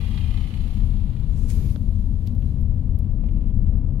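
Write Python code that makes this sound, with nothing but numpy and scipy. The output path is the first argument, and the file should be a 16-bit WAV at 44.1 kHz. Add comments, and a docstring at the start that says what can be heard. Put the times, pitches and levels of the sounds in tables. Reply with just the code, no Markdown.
"""Inside a small car passing an idling refuse lorry, over steady rumble, engine drone and tyre roar.
At first the lorry's diesel knocks, its machinery whines and air leaks thinly; a faint squeal comes
near 0.9 s. The clatter fades. At 1.5 s the air brake spurts and hisses briefly while road noise
swells past the cab. A dull, hollow knock sounds close on the right at 1.8 s. The cabin trim ticks
and rattles and the road thumps; loose trim chatters over a rough patch near 3.4 s."""
import sys
import numpy as np
from scipy import signal
from scipy.fft import rfft, irfft
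from scipy.io import wavfile

SR = 44100
rng = np.random.default_rng(int(sys.argv[2]) if len(sys.argv) > 2 else 0)


def generate_wav(signal):
    """Clip the signal to [-1, 1] and save it as 16-bit WAV at the path in sys.argv[1]."""
    frames = np.transpose(np.atleast_2d(signal))
    scaled = np.clip(frames, -1, 1) * 32767
    pcm = np.round(scaled).astype(np.int16)
    wavfile.write(sys.argv[1], SR, pcm)


N = 176400

# Car body rumble. Each row: frequency in Hz, relative density in dB.
RUMBLE_SPECTRUM = [(8, -16), (21, -2), (39, 1.5), (59, -5), (83, -3), (112, -9), (166, -17.5), (250, -22.5),
                   (295, -25), (370, -41.5), (700, -67), (1500, -100)]
# Rumble envelope. Each row: time in seconds, level in dB.
RUMBLE_DB = [(0, -26), (1.7, -23), (2.2, -24), (3.2, -22.5)]
# Rumble likeness between ears. Each row: frequency in Hz, correlation from 0 to 1.
RUMBLE_COHERENCE = [(130, .97), (300, .88), (600, .5)]
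# Rumble balance. Each row: frequency in Hz, L-R in dB.
RUMBLE_PAN = [(120, 10.3), (200, 8.5), (300, 3.5), (400, 0)]
# Low hums in the rumble, the lowest from the lorry's engine.
# Each row: centre in Hz, width in Hz, lift in dB.
HUM_PEAKS = [(134.8, 7.4, 7), (207.6, 34.4, 6.5), (238.7, 5.8, 5.5)]
# Car engine orders. Each row: multiple of the firing rate, level in dB.
DRONE_ORDERS = [(1, -27.5), (2, -30), (5, -42.5)]
# Tyre roar. Each row: frequency in Hz, relative density in dB.
TYRE_SPECTRUM = [(150, -4.5), (350, 7), (540, 4), (680, -2), (1100, -10.5), (1700, -24), (3000, -27.5),
                 (4500, -58), (16000, -53.5)]
# Tyre envelope. Each row: time in seconds, level in dB.
TYRE_DB = [(1.2, -52.5), (1.8, -52.5), (2.5, -51.5), (4, -49.5)]
# Tyre balance. Each row: frequency in Hz, L-R in dB.
TYRE_PAN = [(400, 0.5), (700, -1), (2400, -1.5)]
# Road noise beside the cab. Each row: frequency in Hz, relative density in dB.
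SWELL_SPECTRUM = [(150, -17.5), (280, 4), (460, 5), (700, -23.5), (2000, -26.5)]
# Swell envelope. Each row: time in seconds, level in dB.
SWELL_DB = [(1.1, -61), (1.45, -52), (1.64, -44.5), (1.74, -65), (1.85, -77)]
# Swell balance. Each row: frequency in Hz, L-R in dB.
SWELL_PAN = [(300, -3.5), (500, 1), (1200, 11)]
# Shading of the car's noise on the right. Each row: time in seconds, gain in dB.
RIGHT_SHADE_DB = [(1.35, -2.2), (1.6, 0)]

# Road thumps. Each row: start in seconds, level in dB.
ROAD_THUMPS = [(2.275, -47), (2.717, -47), (3.236, -41)]
# Dull cabin rattles. Each row: start in seconds, level in dB.
CABIN_RATTLES = [(1.69, -54), (2.26, -59), (2.419, -57), (3.2375, -58), (3.286, -55), (3.408, -60.5),
                 (3.42, -64), (3.4695, -66), (3.4953, -60), (3.666, -59.5)]
# Trim ticks. Each row: start in seconds, body in dB, bright edge in dB.
TRIM_TICKS = [(2.004, -56, -49), (2.2697, -43, -39), (2.274, -32.5, -40), (2.277, -42, -52),
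              (2.284, -50, -50), (2.3515, -46, -46), (2.403, -56, -47), (2.6138, -52, -42),
              (2.989, -46, -35)]
# Resonances of a dull, hollow knock. Each row: centre in Hz, level in dB.
TAP_MODES = [(520, -22), (1350, -32), (3600, -32.5)]

# Lorry's whine, metallic ring and squeal. Each row: time in seconds, pitch in Hz, level in dB.
WHINE_TRACK = [(0, 736, -71), (.75, 768.5, -63.5), (1.4, 832, -74)]
SHRILL_TRACK = [(0, 3340, -60), (.22, 3200, -53.5), (.45, 3010, -59), (.8, 2950, -74)]
SQUEAL_TRACK = [(.76, 10800, -88), (.88, 10800, -72), (1, 11200, -92)]
# Lorry's air leak. Each row: frequency in Hz, relative density in dB.
LEAK_SPECTRUM = [(1500, 4), (4000, 7.5), (5500, -1), (7000, 1), (8000, -2), (9900, -0.5), (10800, 1),
                 (13300, -7), (16000, -19)]
# Leak envelope. Each row: time in seconds, level in dB.
LEAK_DB = [(0, -57.5), (.75, -60.5), (1, -66), (1.98, -65), (2.12, -68.5), (2.3, -65.5), (2.38, -71.5),
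           (2.47, -64.5), (2.65, -73), (3.6, -76)]
# Leak balance. Each row: frequency in Hz, L-R in dB.
LEAK_PAN = [(8000, 0.5), (9500, -2.5), (11000, -9.5), (15000, -8.5)]
# Air brake's jet and first spurt. Each row: frequency in Hz, relative density in dB.
JET_SPECTRUM = [(600, 0), (1500, 0), (2400, 2), (4500, 3.5), (6900, 0.5), (7900, -8), (9000, 3.5),
                (11000, -2), (13000, -2), (14000, -6), (15700, -6), (16500, -23)]
SPURT_SPECTRUM = [(800, -17.5), (2300, 0), (4500, -2.5), (6800, 2), (8500, -1), (11000, 0), (13000, -12),
                  (15700, -8), (16500, -32)]
# Jet and spurt balance. Each row: frequency in Hz, L-R in dB.
JET_PAN = [(1300, 8), (2400, -7), (8000, 2), (10000, -4), (12500, -18), (15000, -2)]
SPURT_PAN = [(2000, -5.5), (7000, 10.5), (13000, -2)]
# Seep, then spurt. Each row: time in seconds, level in dB.
SPURT_DB = [(1.25, -82), (1.38, -61), (1.475, -61), (1.492, -52.5), (1.503, -43.5), (1.525, -53.5),
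            (1.6, -68), (1.75, -99)]

# Diesel clatter. Each row: frequency in Hz, relative density in dB.
DIESEL_SPECTRUM = [(300, -5.5), (590, -8), (900, 4), (1450, -2.5), (2050, -2.5), (2900, 2.5), (4200, -3.5),
                   (5600, -16), (8000, -35), (16000, -40)]
# Diesel balance. Each row: frequency in Hz, L-R in dB.
DIESEL_PAN = [(1000, -3.5), (2400, -6), (4400, -8.5), (8000, 0)]
# Engine block resonances. Each row: centre in Hz, width in Hz, lift in dB.
BLOCK_MODES = [(727, 97, 12), (1170, 120, 5.6), (2020, 160, 6.3), (2430, 160, 7.2), (2720, 120, 4),
               (3200, 54, 3.2)]
# Block ringing that reaches the car. Each row: time in seconds, power share from 0 to 1.
RING_SHARE = [(.35, 1), (.9, 0.1)]
# Diesel's dull body and bright knock. Each row: time in seconds, level in dB.
BODY_DB = [(.3, -57.5), (1, -63.5), (1.6, -62), (1.85, -73), (3, -78.5)]
KNOCK_DB = [(0, -49.5), (.18, -50), (.42, -50.5), (.72, -55.5), (.89, -60.5), (.98, -60), (1.6, -68),
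            (1.85, -82), (2.3, -75.5), (4, -81.5)]
# Six cylinders in firing order. Each entry: gain in dB.
CYLINDER_GAIN_DB = [0, -1, -2.5, -1, 0, -.5]
# Harder firings. Each row: time in seconds, boost in dB.
HARD_FIRINGS = [(.174, 6.5), (.371, 4), (.536, 4), (1.162, 4.5)]
# Side window echo, left then right. Each row: initial delay in ms, gain from 0 to 1.
GLASS_ECHOES = [(1.05, .68), (2.5, .35)]

# Tyre likeness between ears. Each row: frequency in Hz, correlation from 0 to 1.
TYRE_COHERENCE = [(300, .45), (650, .045), (1400, .052)]
# Jet resonances. Each row: centre in Hz, width in Hz, lift in dB.
JET_MODES = [(2300, 260, 4), (6810, 100, 5.5), (10780, 100, 5.4)]

CAR_FIRING_HZ, LORRY_FIRING_HZ, FIRST_FIRING_S = 40.69, 30.35, .0096
TAP_S, CHATTER_S, CHATTER_SPREAD_S, CHATTER_DB = 1.7606, 3.38, .15, -67
JET_OPEN_S, JET_SHUT_S, JET_RISE_S, JET_RELEASE_S = 1.46, 1.727, .051, .053
JET_DB, JET_SAG_DB_PER_S = -52.5, -20
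KNOCK_RISE_S, KNOCK_DECAY_S, KNOCK_SCATTER_DB, WHIRR_GAIN = .002, .009, .5, .48
BODY_CUTOFF_HZ, GLASS_SHRINK_PER_S, BAND_LIMIT_HZ = 1390, .15, 16300


def amp(db):
    """Decibels to gain."""
    return 10 ** (np.asarray(db) / 20)


def unit(x):
    """Scales to rms 1."""
    return x / np.sqrt(np.mean(x ** 2) + 1e-20)


def clock():
    """Sample times in seconds."""
    return np.arange(N) / SR


def curve(rows, column=1):
    """One column of a time table, at every sample."""
    rows = np.array(rows)
    return np.interp(clock(), rows[:, 0], rows[:, column])


def at_hz(rows, hz):
    """Interpolates a table over log frequency."""
    row_hz, value = np.transpose(rows)
    return np.interp(np.log(hz + 1), np.log(row_hz + 1), value)


def pan(side_db):
    """Stereo gains for an L-R difference."""
    return amp(np.array([[.5], [-.5]]) * side_db)


def add(mix, start_s, sound):
    """Mixes in a stereo sound."""
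    part = mix[:, max(round(start_s * SR), 0):][:, :sound.shape[1]]
    part += sound[:, :part.shape[1]]


def drift(rate_hz):
    """Smooth random motion of rms 1."""
    hz = np.fft.rfftfreq(N, 1 / SR)
    return unit(irfft(rfft(rng.standard_normal(N)) * np.exp(-(hz / rate_hz) ** 2) * (hz > 0), N))


def noise(spectrum, balance, coherence=None, modes=()):
    """Coloured stereo noise, rms 1 before panning."""
    hz = np.fft.rfftfreq(N, 1 / SR)
    left, other = rfft(rng.standard_normal((2, N)))
    likeness = np.clip(at_hz(coherence, hz), -1, 1) if coherence else 0
    right = likeness * left + np.sqrt(1 - likeness ** 2) * other
    lift_db = sum(db / (1 + (2 * (hz - centre) / width) ** 2) for centre, width, db in modes)
    low_cut = np.minimum(hz / spectrum[0][0], 1) ** 2
    high_cut = np.minimum(spectrum[-1][0] / (hz + 1), 1) ** 4
    bins = np.array([left, right]) * amp(at_hz(spectrum, hz) + lift_db) * low_cut * high_cut
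    return irfft(bins * pan(at_hz(balance, hz)), N) / irfft(bins, N).std()


def bell(hz, centre_hz, octaves):
    """Gain of a bell-shaped band with wide skirts."""
    return (1 + .5 * (np.log2((hz + 1) / centre_hz) / octaves) ** 2) ** -1.5


def burst(centre_hz, octaves, decay_s=.006, size=4096):
    """Brief contact: dense modes that die together."""
    age = np.arange(size) / SR / decay_s
    band = bell(np.fft.rfftfreq(size, 1 / SR), centre_hz, octaves)
    modes = unit(irfft(rfft(rng.standard_normal((2, size))) * band, size))
    hit = modes * (1 - np.exp(-4 * age)) * np.exp(-age)
    return hit / np.linalg.norm(hit, axis=1, keepdims=True) * np.sqrt(decay_s * SR / 2)


def snap(centre_hz, octaves, ring_db=-10, size=4096):
    """Impulse through a minimum-phase band, plus a faint ring; energy about 1."""
    hz = abs(np.fft.fftfreq(size, 1 / SR))
    log_gain = np.log(bell(hz, centre_hz, octaves))
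    impulse = np.fft.ifft(np.exp(np.conj(signal.hilbert(log_gain)))).real
    return (unit(impulse) + amp(ring_db) * unit(burst(centre_hz, octaves))) / np.sqrt(size)


def tone(track, wobble_hz):
    """Unsteady sine that stops at its track's end."""
    turns = np.cumsum(curve(track) + wobble_hz * drift(rate_hz=wobble_hz)) / SR
    level_db = curve(track, column=2) + 2 * drift(rate_hz=48)
    return np.sin(2 * np.pi * turns) * amp(level_db) * (clock() < track[-1][0])


def engine_drone():
    """Orders of the car's wavering firing rate."""
    turns = np.cumsum(CAR_FIRING_HZ * (1 + .02926 * drift(rate_hz=4.265))) / SR
    drone = np.zeros(N)
    for order, db in DRONE_ORDERS:
        gain = amp(db) * (1 + drift(rate_hz=7) / 3)
        drone += gain * np.sin(2 * np.pi * (order * turns + rng.random()))
    return drone * pan(side_db=10.3)


def car():
    """Body rumble, drone, tyre roar and a swell beside the lorry's cab."""
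    rumble = noise(RUMBLE_SPECTRUM, RUMBLE_PAN, RUMBLE_COHERENCE, HUM_PEAKS) * amp(curve(RUMBLE_DB))
    drone = engine_drone()
    tyres = noise(TYRE_SPECTRUM, TYRE_PAN, TYRE_COHERENCE) * amp(curve(TYRE_DB) + drift(rate_hz=47))
    swell = noise(SWELL_SPECTRUM, SWELL_PAN) * amp(curve(SWELL_DB))
    left, right = rumble + drone + tyres + swell
    return np.array([left, right * amp(curve(RIGHT_SHADE_DB))])


def trim():
    """Plastic ticks on the right; rattles and thumps over bumps."""
    out = np.zeros((2, N))
    for start_s, body_db, edge_db in TRIM_TICKS:
        body = amp(body_db) * snap(centre_hz=3700, octaves=.6)
        edge = amp(edge_db) * snap(centre_hz=12500, octaves=.25)
        add(out, start_s, pan(side_db=-17) * (body + edge))
    chatter = [(CHATTER_S + CHATTER_SPREAD_S * when, CHATTER_DB + 2 * force)
               for when, force in rng.standard_normal((22, 2))]
    for start_s, db in CABIN_RATTLES + chatter:
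        add(out, start_s, amp(db) * pan(side_db=-6) * burst(centre_hz=2540, octaves=1 / 3))
    for start_s, db in ROAD_THUMPS:
        add(out, start_s, amp(db) * burst(centre_hz=615, octaves=.38))
    return out


def tap():
    """One dull, hollow knock close by the right microphone."""
    out = np.zeros((2, N))
    for hz, db in TAP_MODES:
        add(out, TAP_S, amp(db) * pan(side_db=-17) * snap(hz, octaves=.27))
    return out


def machinery():
    """The lorry's machinery whines, rings and briefly squeals."""
    whines = tone(WHINE_TRACK, wobble_hz=15.4) + tone(SHRILL_TRACK, wobble_hz=44.5)
    return whines * pan(side_db=-4) + tone(SQUEAL_TRACK, wobble_hz=170) * pan(side_db=-15)


def air_leak(pulse):
    """Thin hiss, pulsing slightly with the diesel."""
    hiss = noise(LEAK_SPECTRUM, LEAK_PAN)
    return hiss * pulse ** .25 * amp(curve(LEAK_DB) + .5 * drift(rate_hz=43))


def air_brake():
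    """The valve seeps, spurts, blows with sagging pressure and shuts."""
    t = clock()
    opening = np.clip((t - JET_OPEN_S) / JET_RISE_S, 0, 1)
    closing = np.exp(-np.maximum(t - JET_SHUT_S, 0) / JET_RELEASE_S)
    jet = noise(JET_SPECTRUM, JET_PAN, modes=JET_MODES)
    jet_db = JET_DB + JET_SAG_DB_PER_S * (t - JET_OPEN_S) + .65 * drift(rate_hz=72)
    spurt = noise(SPURT_SPECTRUM, SPURT_PAN) * amp(curve(SPURT_DB) + .5 * drift(rate_hz=200))
    return jet * opening * closing * amp(jet_db) + spurt


def window_echo(sound):
    """The side glass combs each channel; the delay shrinks as the car passes."""
    t = clock()
    shrink = np.exp(-GLASS_SHRINK_PER_S * t)
    return np.array([ear + gain * np.interp(t - delay_ms / 1000 * shrink, t, ear)
                     for ear, (delay_ms, gain) in zip(sound, GLASS_ECHOES)])


def firing_pulse():
    """Diesel envelope: six unequal cylinders knock in turn over a steady whirr."""
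    t, knocks = clock(), np.zeros(N)
    for k, scatter in enumerate(rng.standard_normal(int(N / SR * LORRY_FIRING_HZ))):
        start_s = FIRST_FIRING_S + k / LORRY_FIRING_HZ
        clank_db = sum(db for s, db in HARD_FIRINGS if abs(s - start_s) < .5 / LORRY_FIRING_HZ)
        level_db = CYLINDER_GAIN_DB[k % len(CYLINDER_GAIN_DB)] + clank_db + KNOCK_SCATTER_DB * scatter
        age_s = t - start_s
        on = (age_s > 0) & (age_s < .1)
        rise = 1 - np.exp(-(age_s[on] / KNOCK_RISE_S) ** 2)
        knocks[on] += amp(level_db) * rise * np.exp(-age_s[on] / KNOCK_DECAY_S)
    return unit(np.hypot(WHIRR_GAIN, 1.3 * knocks))


def diesel(pulse):
    """Each firing shakes the block: bright knock over a duller body."""
    share = np.clip(curve(RING_SHARE), 0, 1)
    ringing = np.sqrt(share) * noise(DIESEL_SPECTRUM, DIESEL_PAN, modes=BLOCK_MODES)
    plain = np.sqrt(1 - share) * noise(DIESEL_SPECTRUM, DIESEL_PAN)
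    block = window_echo(ringing + plain)
    lows = signal.sosfiltfilt(signal.butter(4, BODY_CUTOFF_HZ, fs=SR, output="sos"), block)
    knock = unit(block - lows) * pulse * amp(curve(KNOCK_DB))
    body = unit(lows) * pulse ** .5 * amp(curve(BODY_DB))
    return knock + body


def scene():
    """Everything heard from the car seat."""
    cabin = car()
    pulse = firing_pulse()
    lorry = diesel(pulse) + air_leak(pulse) + machinery() + air_brake()
    return cabin + lorry + trim() + tap()


def record(dry):
    """Band limit, with 4 ms fades at the ends."""
    to_edge_s = np.minimum(clock(), clock()[::-1])
    fade = np.sin(np.pi / 2 * np.minimum(to_edge_s / .004, 1)) ** 2
    lowpass = signal.firwin(511, BAND_LIMIT_HZ, window=("kaiser", 9), fs=SR)
    return signal.oaconvolve(dry * fade, lowpass[None], "same")


dry = scene()
out = record(dry)
generate_wav(out)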